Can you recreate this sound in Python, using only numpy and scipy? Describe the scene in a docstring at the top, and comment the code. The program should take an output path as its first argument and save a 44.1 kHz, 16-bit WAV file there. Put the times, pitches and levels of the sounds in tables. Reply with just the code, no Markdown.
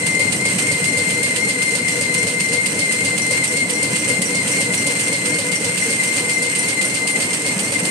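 """In a workshop, a paper napkin folding machine runs steadily, half a metre from a phone.
A gear whines, wavering with its off-centre wheels. Every turn of the folding drums brings the same
steel clacks, a ping and soft thumps on the napkin stack. The paper hisses over guides that sometimes
squeak, the rollers rumble, a low gear hums and the motor sings thinly. Behind it all,
the dull wash of the hall grows towards the end."""
import sys
import numpy as np
from scipy import signal
from scipy.fft import rfft, irfft, next_fast_len
from scipy.io import wavfile
from scipy.ndimage import uniform_filter1d

SR = 44100
rng = np.random.default_rng(int(sys.argv[2]) if len(sys.argv) > 2 else 0)


def master_out(mix):
    """Clip the mix to full scale and print it as 16-bit PCM to the path in sys.argv[1]."""
    frames = np.transpose(np.atleast_2d(mix))
    ceiling = np.clip(frames, -1, 1)
    pcm = np.round(ceiling * 32767).astype(np.int16)
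    wavfile.write(sys.argv[1], SR, pcm)


N = 348390
TIME = np.arange(N) / SR
TURN_S = .259572  # one turn of the folding drums


# The off-centre wheels. Each row: turns per second, relative pitch swing, level swing in dB,
# time of one peak in seconds.
WHEELS = [(5.137, 22, .45, .086), (3.8525, 14.5, 0, .200), (4.110, 10.5, .55, .201), (10.274, 3.5, 0, .085)]
# The teeth go slack. Each row: time in seconds, dip in dB before limiting, half-length in seconds.
TOOTH_SLACKS = [(0.017, 4, 0.023), (0.326, 8, .015), (0.379, 12, 0.012), (.575, 8, 0.046), (0.805, 8, .018),
                (1.36, 10, .018), (1.54, 6, .014), (1.779, 9, 0.013), (1.977, 4, .014), (2.26, 7, 0.013),
                (2.33, 6, 0.012), (2.683, 7, .014), (2.742, 7, .025), (3.054, 8, .014), (3.172, 7, 0.01),
                (3.495, 4, .03), (3.696, 9, 0.033), (3.908, 9, .022), (4.01, 7, .014), (4.075, 6, 0.013),
                (4.204, 6, .014), (4.271, 6, .025), (4.491, 6, .025), (4.762, 2, 0.013), (5.405, 5, .03),
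                (5.59, 6, .03), (5.793, 13, 0.017), (6.904, 6, .016), (6.953, 5, 0.012), (7.19, 7, .016),
                (7.273, 5, 0.019), (7.37, 3, 0.022), (7.58, 8, .025), (7.632, 2, .014), (7.71, 8, 0.02),
                (7.798, 6, 0.024)]
# The teeth bite hard. Each row: time in seconds, rise in dB.
TOOTH_BITES = [(.159, 3.5), (.219, 6), (.697, 0), (.885, 4), (1.609, 2.5), (2.216, 3), (2.58, 2.5),
               (3.305, 5), (3.625, 2), (4.11, 5), (4.393, 3), (5.321, 3), (5.544, 5), (5.825, 6),
               (6.007, 5.5), (6.373, 6), (6.796, 7), (7.035, 4.5), (7.101, 4), (7.159, 8), (7.501, 6),
               (7.768, 10), (7.886, 5)]

def gear_motion(slack_limit_db=10, pulse_db=1):
    """The wheels swing the gear's pitch and level; slack teeth dip the level and biting teeth lift it."""
    turns = [(swing, db, wave(rate, peak_s)) for rate, swing, db, peak_s in WHEELS]
    swing_hz = 1.02 * sum(swing * turn for swing, _, turn in turns)
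    slack_db = sum(db * bump(s, half_s) for s, db, half_s in TOOTH_SLACKS)
    slack_db = slack_limit_db * np.tanh(slack_db / slack_limit_db)  # the teeth never part entirely
    load_db = sum(db * turn for _, db, turn in turns) - slack_db
    load_db += pulse_db * wave(4 * WHEELS[2][0], peak_s=.038)  # four pulses per turn of the third wheel
    load_db += sum(db * bump(s, half_s=.012) for s, db in TOOTH_BITES)
    return swing_hz, load_db, slack_db


# How loud the whine is. Each row: time in seconds, level in dB.
WHINE_LEVEL = [(0.0, -20), (0.5, -20.5), (1.1, -20.5), (2.3, -20.5), (3.3, -20.5), (4.0, -22), (5.6, -23.5),
               (6.4, -22), (6.9, -23), (7.45, -25.5), (7.9, -25.5)]

def gear_whine(mesh_hz=2082, left_lead_db=8):
    """Gear teeth meet so fast that they make a tone, with a raspy overtone an octave above."""
    swing_hz, load_db, slack_db = gear_motion()
    # the first clack of each turn jolts the teeth apart for a moment
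    knocks = each_turn(CLACKS[0][0], scatter_db=2, jitter_s=.001)
    jolt = np.minimum(fade(knocks, decay_s=.018), 1)
    # uneven teeth roughen the tone and make it flutter
    roughness = .12 * wander(450) + .2 * wander(100) + (.7 * jolt + .06 * slack_db) * wander(300)
    phase = 2 * np.pi * np.cumsum(mesh_hz + swing_hz + 4 * wander(25)) / SR + roughness
    contact = np.clip(1 + .26 * wander(190), 0, 1.35) * (1 - .25 * jolt)
    tone = np.sin(phase) * contact * gain(wander(400) + load_db)
    # the left microphone faces the gear; the right one hears more of the echoes
    echoes = (room(tone, t60_s=.3, wet_db=-14, lag_s=0) - tone) * gain([[-2.5], [0]])
    main = np.array([tone, delay(tone, .00032) * gain(-16)]) + echoes
    main /= np.std(main, axis=1, keepdims=True)
    main *= gain([[left_lead_db / 2], [-left_lead_db / 2]])
    # the overtone keeps breaking off, more deeply as time goes on
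    flicker_db = (3 + .3 * TIME) * np.minimum(wander(55), .3) + load_db / 3
    overtone = spread([np.sin(2 * phase + .56 * wander(280)) * gain(flicker_db + 1.2 * wander(600))
                       for _ in range(2)])
    overtone_db = -15.7 + .2 * TIME
    return gain_curve(WHINE_LEVEL) * (unit(main) + gain(overtone_db) * unit(overtone))


# The gripper and cam blows of one turn. Each row: start in seconds into the turn, strength in dB,
# rattle fade time in seconds, ring pitch in Hz, ring level in dB compared with the rattle.
CLACKS = [(0.063, -20, 0.0085, 2860, -13), (0.067, -23, 0.012, 8700, -7), (0.076, -27, 0.015, 8500, -30),
          (0.093, -32, 0.0023, 10460, -1.5), (.103, -29.5, 0.0026, 8700, -11),
          (0.150, -22.5, 0.0036, 6500, -13), (0.152, -33, 0.0039, 3150, -35),
          (0.1933, -20.3, 0.009, 9150, -12), (.200, -26, 0.012, 4580, -17),
          (0.210, -26, 0.0026, 4320, -0.5), (0.219, -32.5, 0.016, 2930, -3)]
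# The tone colour of rattling steel. Each row: frequency in Hz, level in dB.
STEEL_COLOUR = [(500, -14.5), (1600, -13.5), (2600, -2.5), (3100, -5.5), (3700, -9.5), (4800, -3),
                (5400, -8.5), (7400, -3), (8400, 2), (9400, 2), (10200, -8), (11300, -21), (13000, -20),
                (15000, -58)]

def gripper_clacks(frame_db=-10, frame_decay_s=.053):
    """Each blow is a short rattle of steel that rings its own part and dies away in the frame."""
    rattle, rings = 0, 0
    for s, db, decay_s, ring_hz, ring_db in CLACKS:
        push = gain(db) * each_turn(s, scatter_db=.5, jitter_s=.00077)
        push = uniform_filter1d(push, size=270)  # paper between the parts cushions the blow
        contact = fade(push, decay_s) * unit(gain(1.3 * wander(2500) + 1.2 * wander(300)))
        frame = gain(frame_db) * fade(push, frame_decay_s)
        blow = np.hypot(contact, frame) * noise()
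        rattle += blow
        rings += gain(ring_db) * np.std(blow) * unit(resonance(blow, ring_hz, width_hz=800))
    steel = np.std(rattle) * unit(colour(rattle, STEEL_COLOUR))
    return spread(sheet_flap(steel + rings))


def sheet_flap(x, depth_db=.9):
    """The loose sheet flaps over the steel, so three bands of the sound each flutter on their own."""
    low, low_and_middle = below(x, hz=4000), below(x, hz=7000)
    bands = low, low_and_middle - low, x - low_and_middle
    return sum(band * gain(depth_db * wander(70)) for band in bands)


# A steel finger snaps back once a turn. Each row: start in seconds, strength in dB.
FINGER_SNAPS = [(.101, -46), (.361, -45), (.621, -41.5), (.88, -41), (1.14, -46), (1.399, -43),
                (1.659, -44), (1.919, -42), (2.178, -41), (2.438, -42), (2.697, -41), (2.957, -49),
                (3.216, -36), (3.476, -40), (3.735, -37), (3.995, -41), (4.255, -37.5), (4.514, -36.5),
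                (4.774, -38), (5.034, -41), (5.293, -41), (5.553, -38), (5.812, -40), (6.072, -41),
                (6.331, -38), (6.591, -39), (6.85, -42), (7.11, -49), (7.37, -44), (7.629, -41)]
# The finger's ringing tones. Each row: pitch in Hz, relative level in dB,
# seconds to fade by 60 dB, rasp (phase wobble) in radians.
FINGER_TONES = [(5840, 10, 0.15, .4), (5697, 7.5, 0.26, .15), (6100, 3, .08, .8), (6450, 4.5, 0.054, .8),
                (7770, 16.5, 0.061, 0.69), (9000, 14, .06, 0.86), (9200, 12.5, 0.12, 0.56)]

def finger_ping(pick_up_s=.097, pick_up_db=-6, settle_s=.0014):
    """The finger rings as it hits its stop, then more softly when the next gripper picks it up."""
    times, force_db = np.transpose(FINGER_SNAPS)
    times = np.r_[times, times + pick_up_s]
    force_db = np.r_[force_db, force_db + pick_up_db]
    seated = 1 - np.minimum(fade(pushes_at(times, np.zeros(len(times))), settle_s), 1)
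    pushes = pushes_at(times, force_db)
    tones = [(gain(db) * ring(pushes, hz, t60 / np.log(1000)), rasp)
             for hz, db, t60, rasp in FINGER_TONES]
    pair = []
    for _ in range(2):
        flutter = gain(2.5 * wander(400))
        ping = sum(wobble(tone, rasp * wander(400) + np.pi * wander(4)) for tone, rasp in tones)
        pair.append(seated * flutter * ping)
    return spread(pair)


# The soft pats of one turn. Each row: start in seconds into the turn, pitch in Hz, level in dB,
# fade time in seconds, level change in dB when the two slowest wheels are in step.
SOFT_PATS = [(0.04, 182, -28, 0.015, 3.5), (.057, 520, -31.5, .008, 0), (0.072, 180.6, -27, 0.023, -5),
             (.105, 233, -28.5, 0.0049, 7.5), (.160, 461, -27, 0.029, -1.5), (0.173, 240, -26, .010, -3.5),
             (.195, 560, -27, 0.018, 1), (0.209, 256, -36.5, 0.034, -2)]
# Now and then an arm lands hard. 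Each row: start in seconds, pitch in Hz, peak level in dB.
HARD_PATS = [(.554, 191, -17.5), (3.927, 183, -22), (4.188, 180, -19), (4.305, 275, -24), (4.446, 188, -24),
             (5.345, 167, -23), (7.562, 181, -19), (7.822, 182, -21)]

def arm_thumps(in_step_s=4.15, hard_rise_s=.006):
    """The packing arms pat the stack; their force shifts as the wheels drift in and out of step."""
    in_step = wave(WHEELS[2][0] - WHEELS[1][0], in_step_s)
    soft, hard = 0, 0
    for s, hz, db, decay_s, change_db in SOFT_PATS:
        pushes = each_turn(s, scatter_db=2, jitter_s=.00062)
        soft += gain(db + change_db * in_step) * ring(pushes, hz, decay_s)
    for s, hz, db in HARD_PATS:
        # the stack gives way under a hard pat, so it swells before it dies
        pat = ring(pushes_at(s, db), hz, hard_rise_s)
        hard += ring(pat, hz, hard_rise_s) * np.e / (hard_rise_s * SR)
    return wobble(soft + hard, .61 * wander(60))


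# How loud the sliding paper is. Each row: time in seconds, level in dB.
PAPER_LEVEL = [(0, -26.5), (.7, -27.5), (1.4, -27), (2.7, -28), (3.3, -26.5), (3.8, -27), (4.7, -26),
               (5.6, -27.5), (5.85, -25), (6.1, -25.5), (6.3, -27), (6.7, -27), (7.2, -27), (7.9, -27.5)]
# The tone colour of its hiss. Each row: frequency in Hz, level in dB.
PAPER_COLOUR = [(700, -22.5), (1200, -12.5), (1600, -7), (2600, -3), (3000, -6), (3600, -14.5), (4800, -11),
                (5400, -10.5), (6400, -5.5), (6950, -13), (7400, -6), (8100, -1.5), (8350, 6), (9300, -3),
                (11300, -26.5), (13300, -18), (15000, -64)]

def paper_hiss(creases_per_s=420, crinkle_db=-6):
    """The long sheet slides over steel guides; it billows and flutters, and tiny creases snap in it."""
    creases = (rng.random(N) < creases_per_s / SR) * gain(rng.standard_normal(N))
    crinkle = gain(crinkle_db) * unit(fade(creases, decay_s=.00063))
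    flutter = gain(wander(14) + 1.35 * wander(70))
    rustle = gain(.25 * wander(900))
    drag = flutter * np.hypot(rustle, crinkle)
    return gain_curve(PAPER_LEVEL) * spread(unit(colour(noise() * drag, PAPER_COLOUR)))


# The tone colour of the rumble. Each row: frequency in Hz, level in dB.
ROLLER_COLOUR = [(25, -26), (62, -50), (80, -17.5), (98, -2), (130, -2), (160, 1.5), (190, -1), (230, -1.5),
                 (295, 1), (370, -8.5), (450, -4.5), (560, -7), (780, -17.5), (950, -15), (1250, -24)]
# Its deep bass comes and goes. Each row: time in seconds, level change in dB.
BASS_LEVEL = [(0, 1), (.8, 0), (1.7, 0), (3.2, -1), (4, 0), (5.3, -0.5), (5.7, -2.5), (7.2, -3.5),
              (7.9, -2.5)]

def roller_rumble(shake_db=2, top_hz=1400, bass_hz=200):
    """The same bumps pass the rollers on every turn, mixed with loose shaking."""
    bumps = rng.standard_normal((2, round(TURN_S * SR)))
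    shake = bumps[:, np.arange(N) % bumps.shape[1]] + gain(shake_db) * noise()
    body = signal.sosfilt(signal.butter(4, top_hz, fs=SR, output="sos"), colour(shake, ROLLER_COLOUR))
    rumble = spread(unit(body) * gain(wander(25)))
    return rumble + below(rumble, bass_hz) * (gain_curve(BASS_LEVEL) - 1)


# The tones of the hum. Each entry: relative level in dB, for 1, 2 and 3 times its pitch.
HUM_TONES = [0, -11.5, -13]
# How loud the hum is. Each row: time in seconds, level in dB.
HUM_LEVEL = [(0, -39.5), (.65, -38.5), (1.0, -35), (1.75, -34), (2.15, -35), (2.35, -34.5), (2.95, -37),
             (3.5, -36), (4.3, -35.5), (4.5, -36), (4.88, -33.5), (5.09, -37.5), (5.3, -36), (5.66, -31),
             (5.87, -39.5), (6.3, -37), (6.85, -41), (7.9, -44)]

def gear_hum(hz=489, swell_db=8.5, blur_rad=.91):
    """A low gear on the first wheel bites harder once in each of its turns; its overtones are blurred."""
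    bite = wave(WHEELS[0][0], peak_s=.027)
    phase = 2 * np.pi * np.cumsum(hz + 3 * bite + 7 * wander(70)) / SR
    tone = sum(gain(db + 2 * wander(60)) * np.sin((k + 1) * phase + k * blur_rad * wander(150))
               for k, db in enumerate(HUM_TONES))
    hum = room(tone * gain(swell_db * bite), t60_s=.15, wet_db=-12, lag_s=.0001)
    return gain_curve(HUM_LEVEL) * unit(hum)


# The dry guides squeak. Each row: start in seconds, pitch in Hz, strength in dB, fade time in seconds.
SQUEAKS = [(4.562, 4380, -33, .014), (5.339, 4460, -27, 0.0072), (6.585, 9120, -20.5, 0.028),
           (6.64, 4500, -31, .009), (6.85, 9260, -21.5, 0.018), (7.11, 9200, -26, 0.021),
           (7.228, 4440, -30, .009), (7.45, 4330, -32, .009), (7.675, 4370, -30, .009)]

def guide_squeaks(rasp_rad=.53, rise_s=.0029):
    """Steel rubs on steel in short, rough squeals."""
    tone = sum(fade(pushes_at(s, db), decay_s) * np.exp(2j * np.pi * hz * TIME)
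               for s, hz, db, decay_s in SQUEAKS)
    swell = fade(np.abs(tone), rise_s) / (rise_s * SR)
    return 2 * swell * np.sin(np.angle(tone) + rasp_rad * wander(500))


# The motor's high tones. Each row: pitch in Hz, level in dB.
MOTOR_TONES = [(7148, -54.5), (7230, -48), (7396, -52.5), (7876, -49), (7958, -46), (8041, -50),
               (8124, -48), (8522, -47), (8605, -48)]

def motor_song():
    """The drive switches the current on and off, and the motor windings sing thinly."""
    return sum(gain(db + 2.4 * wander(4)) * np.sqrt(2) * np.sin(2 * np.pi * hz * TIME)
               for hz, db in MOTOR_TONES)


# The hall gets briefly louder. Each row: time in seconds, rise in dB, half-length in seconds.
HALL_SURGES = [(6.25, 4, .3), (7.45, 3.5, .3)]

def hall_wash(centre_hz=760, width_hz=600, rise_from_s=5.4, rise_db_per_s=2.8):
    """Dull noise from the rest of the hall, growing and surging towards the end."""
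    rise_db = rise_db_per_s * np.maximum(TIME - rise_from_s, 0)
    rise_db += sum(db * bump(s, half_s) for s, db, half_s in HALL_SURGES)
    wash = resonance(resonance(noise(), centre_hz, width_hz), centre_hz, width_hz)
    return unit(wash) * gain(rise_db + 1.8 * wander(18))


# How wide the room sounds. Each row: frequency in Hz, side level compared with the middle in dB.
ROOM_WIDTH = [(60, -11), (130, -18.5), (250, -11), (500, -7.5), (1000, 1), (3000, 0.5), (6000, -1),
              (8500, -7.5), (13000, 0)]

def spread(pair):
    """Mix two sounds to left and right: alike in the bass, wider higher up."""
    return pair[0] + np.array([[1], [-1]]) * colour(pair[1], ROOM_WIDTH)


def room(x, t60_s, wet_db, lag_s):
    """The direct sound reaches the right microphone lag_s late; echoes come from all round."""
    t = TIME[:SR // 2]
    tail = rng.standard_normal((2, len(t))) * np.exp(-np.log(1000) * t / t60_s)
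    tail /= np.sqrt(np.sum(tail ** 2, axis=1, keepdims=True))
    direct = np.array([x, delay(x, lag_s)])
    return direct + gain(wet_db) * signal.fftconvolve(x[None], tail, axes=1)[:, :N]


def each_turn(at_s, scatter_db, jitter_s):
    """One push a turn, never quite the same in force or timing."""
    chance = rng.standard_normal((int(N / SR / TURN_S) + 1, 2))
    where = ((at_s + TURN_S * np.arange(len(chance)) + jitter_s * chance[:, 0]) * SR).astype(int)
    inside = (where >= 0) & (where < N)
    return np.bincount(where[inside], gain(scatter_db * chance[inside, 1]), N)


def pushes_at(times, db):
    """Single pushes at given times."""
    return np.bincount((np.atleast_1d(times) * SR).astype(int), np.atleast_1d(gain(db)), N)[:N]


def ring(pushes, hz, decay_s):
    """Each push starts a fading tone, kept as a complex wave."""
    pole = np.exp((2j * np.pi * hz - 1 / decay_s) / SR)
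    return signal.lfilter([1], [1, -(pole if hz else pole.real)], pushes + 1e-18)


def fade(pushes, decay_s):
    """Each push dies away without a pitch."""
    return ring(pushes, 0, decay_s).real


def wobble(tone, radians):
    """Shift a complex wave's phase and return it as plain sound."""
    return (tone * np.exp(1j * radians)).imag


def wave(hz, peak_s):
    """A steady swing between -1 and 1."""
    return np.cos(2 * np.pi * hz * (TIME - peak_s))


def bump(s, half_s):
    """A smooth rise and fall round a moment."""
    return np.exp(-np.minimum(((TIME - s) / half_s) ** 2, 20))


def wander(per_s):
    """A smooth random curve, about 1 in size."""
    k = max(int(SR / per_s), 1)
    steps = np.repeat(rng.standard_normal(N // k + 1), k)
    return unit(uniform_filter1d(uniform_filter1d(steps, k), k)[:N])


def noise():
    """Two unrelated white noises."""
    return rng.standard_normal((2, N))


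def colour(x, points, power=1):
    """Shape the tone colour with (Hz, dB) points."""
    hz, db = np.transpose(points)
    size = next_fast_len(N + 4096)
    f = np.maximum(np.arange(size // 2 + 1) * SR / size, 1)
    shape = gain(power * np.interp(np.log(f), np.log(hz), db))
    return irfft(rfft(x, size) * shape, size)[..., :N]


def resonance(x, hz, width_hz):
    """Keep a band round one pitch."""
    return signal.lfilter(*signal.iirpeak(hz, hz / width_hz, fs=SR), x)


def below(x, hz):
    """Keep what lies below a frequency."""
    return signal.sosfiltfilt(signal.butter(4, hz, fs=SR, output="sos"), x)


def delay(x, s):
    """The same sound, s seconds later."""
    return np.interp(TIME - s, TIME, x)


def gain(db):
    """Turn decibels into a multiplier."""
    return np.exp(np.asarray(db) * (np.log(10) / 20))


def gain_curve(table):
    """Join (seconds, dB) points into one multiplier a sample."""
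    return gain(np.interp(TIME, *np.transpose(table)))


def unit(x):
    """Scale to an average (rms) size of 1."""
    return x / np.sqrt(np.mean(x ** 2))


# The two microphones colour the sound. Each row: frequency in Hz, left level minus right in dB.
MIC_COLOUR = [(200, 0.3), (450, 3), (1000, 0.5), (2000, 5.5), (3300, -6), (4400, -4.5), (6300, -2.5),
              (7200, -11.5), (8100, -5.5), (8600, -8.5), (9100, 3.5), (10300, 6), (14000, 0.5)]

def scene(roller_db=-28.5, hall_db=-44, swell_period_s=4.5):
    """The machine and the hall, heard by the phone's left and right microphones."""
    swell = wave(1 / swell_period_s, peak_s=4.43)  # rollers and hall swell slowly together
    low = gain(roller_db + .75 * swell) * roller_rumble() + gear_hum() + arm_thumps()
    high = paper_hiss() + gripper_clacks() + finger_ping() + guide_squeaks() + motor_song()
    left, right = low + high + gain(hall_db + 1.5 * swell) * hall_wash()
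    return np.array([colour(left, MIC_COLOUR, .5), colour(right, MIC_COLOUR, -.5)]) + gear_whine()


def record(dry, low_cut_hz=80, top_hz=15100):
    """The phone cuts the deep bass and the highest treble."""
    dry = signal.sosfilt(signal.butter(3, low_cut_hz, "high", fs=SR, output="sos"), dry)
    return signal.sosfilt(signal.ellip(8, .2, 70, top_hz, fs=SR, output="sos"), dry)


dry = scene()
out = record(dry)
master_out(out)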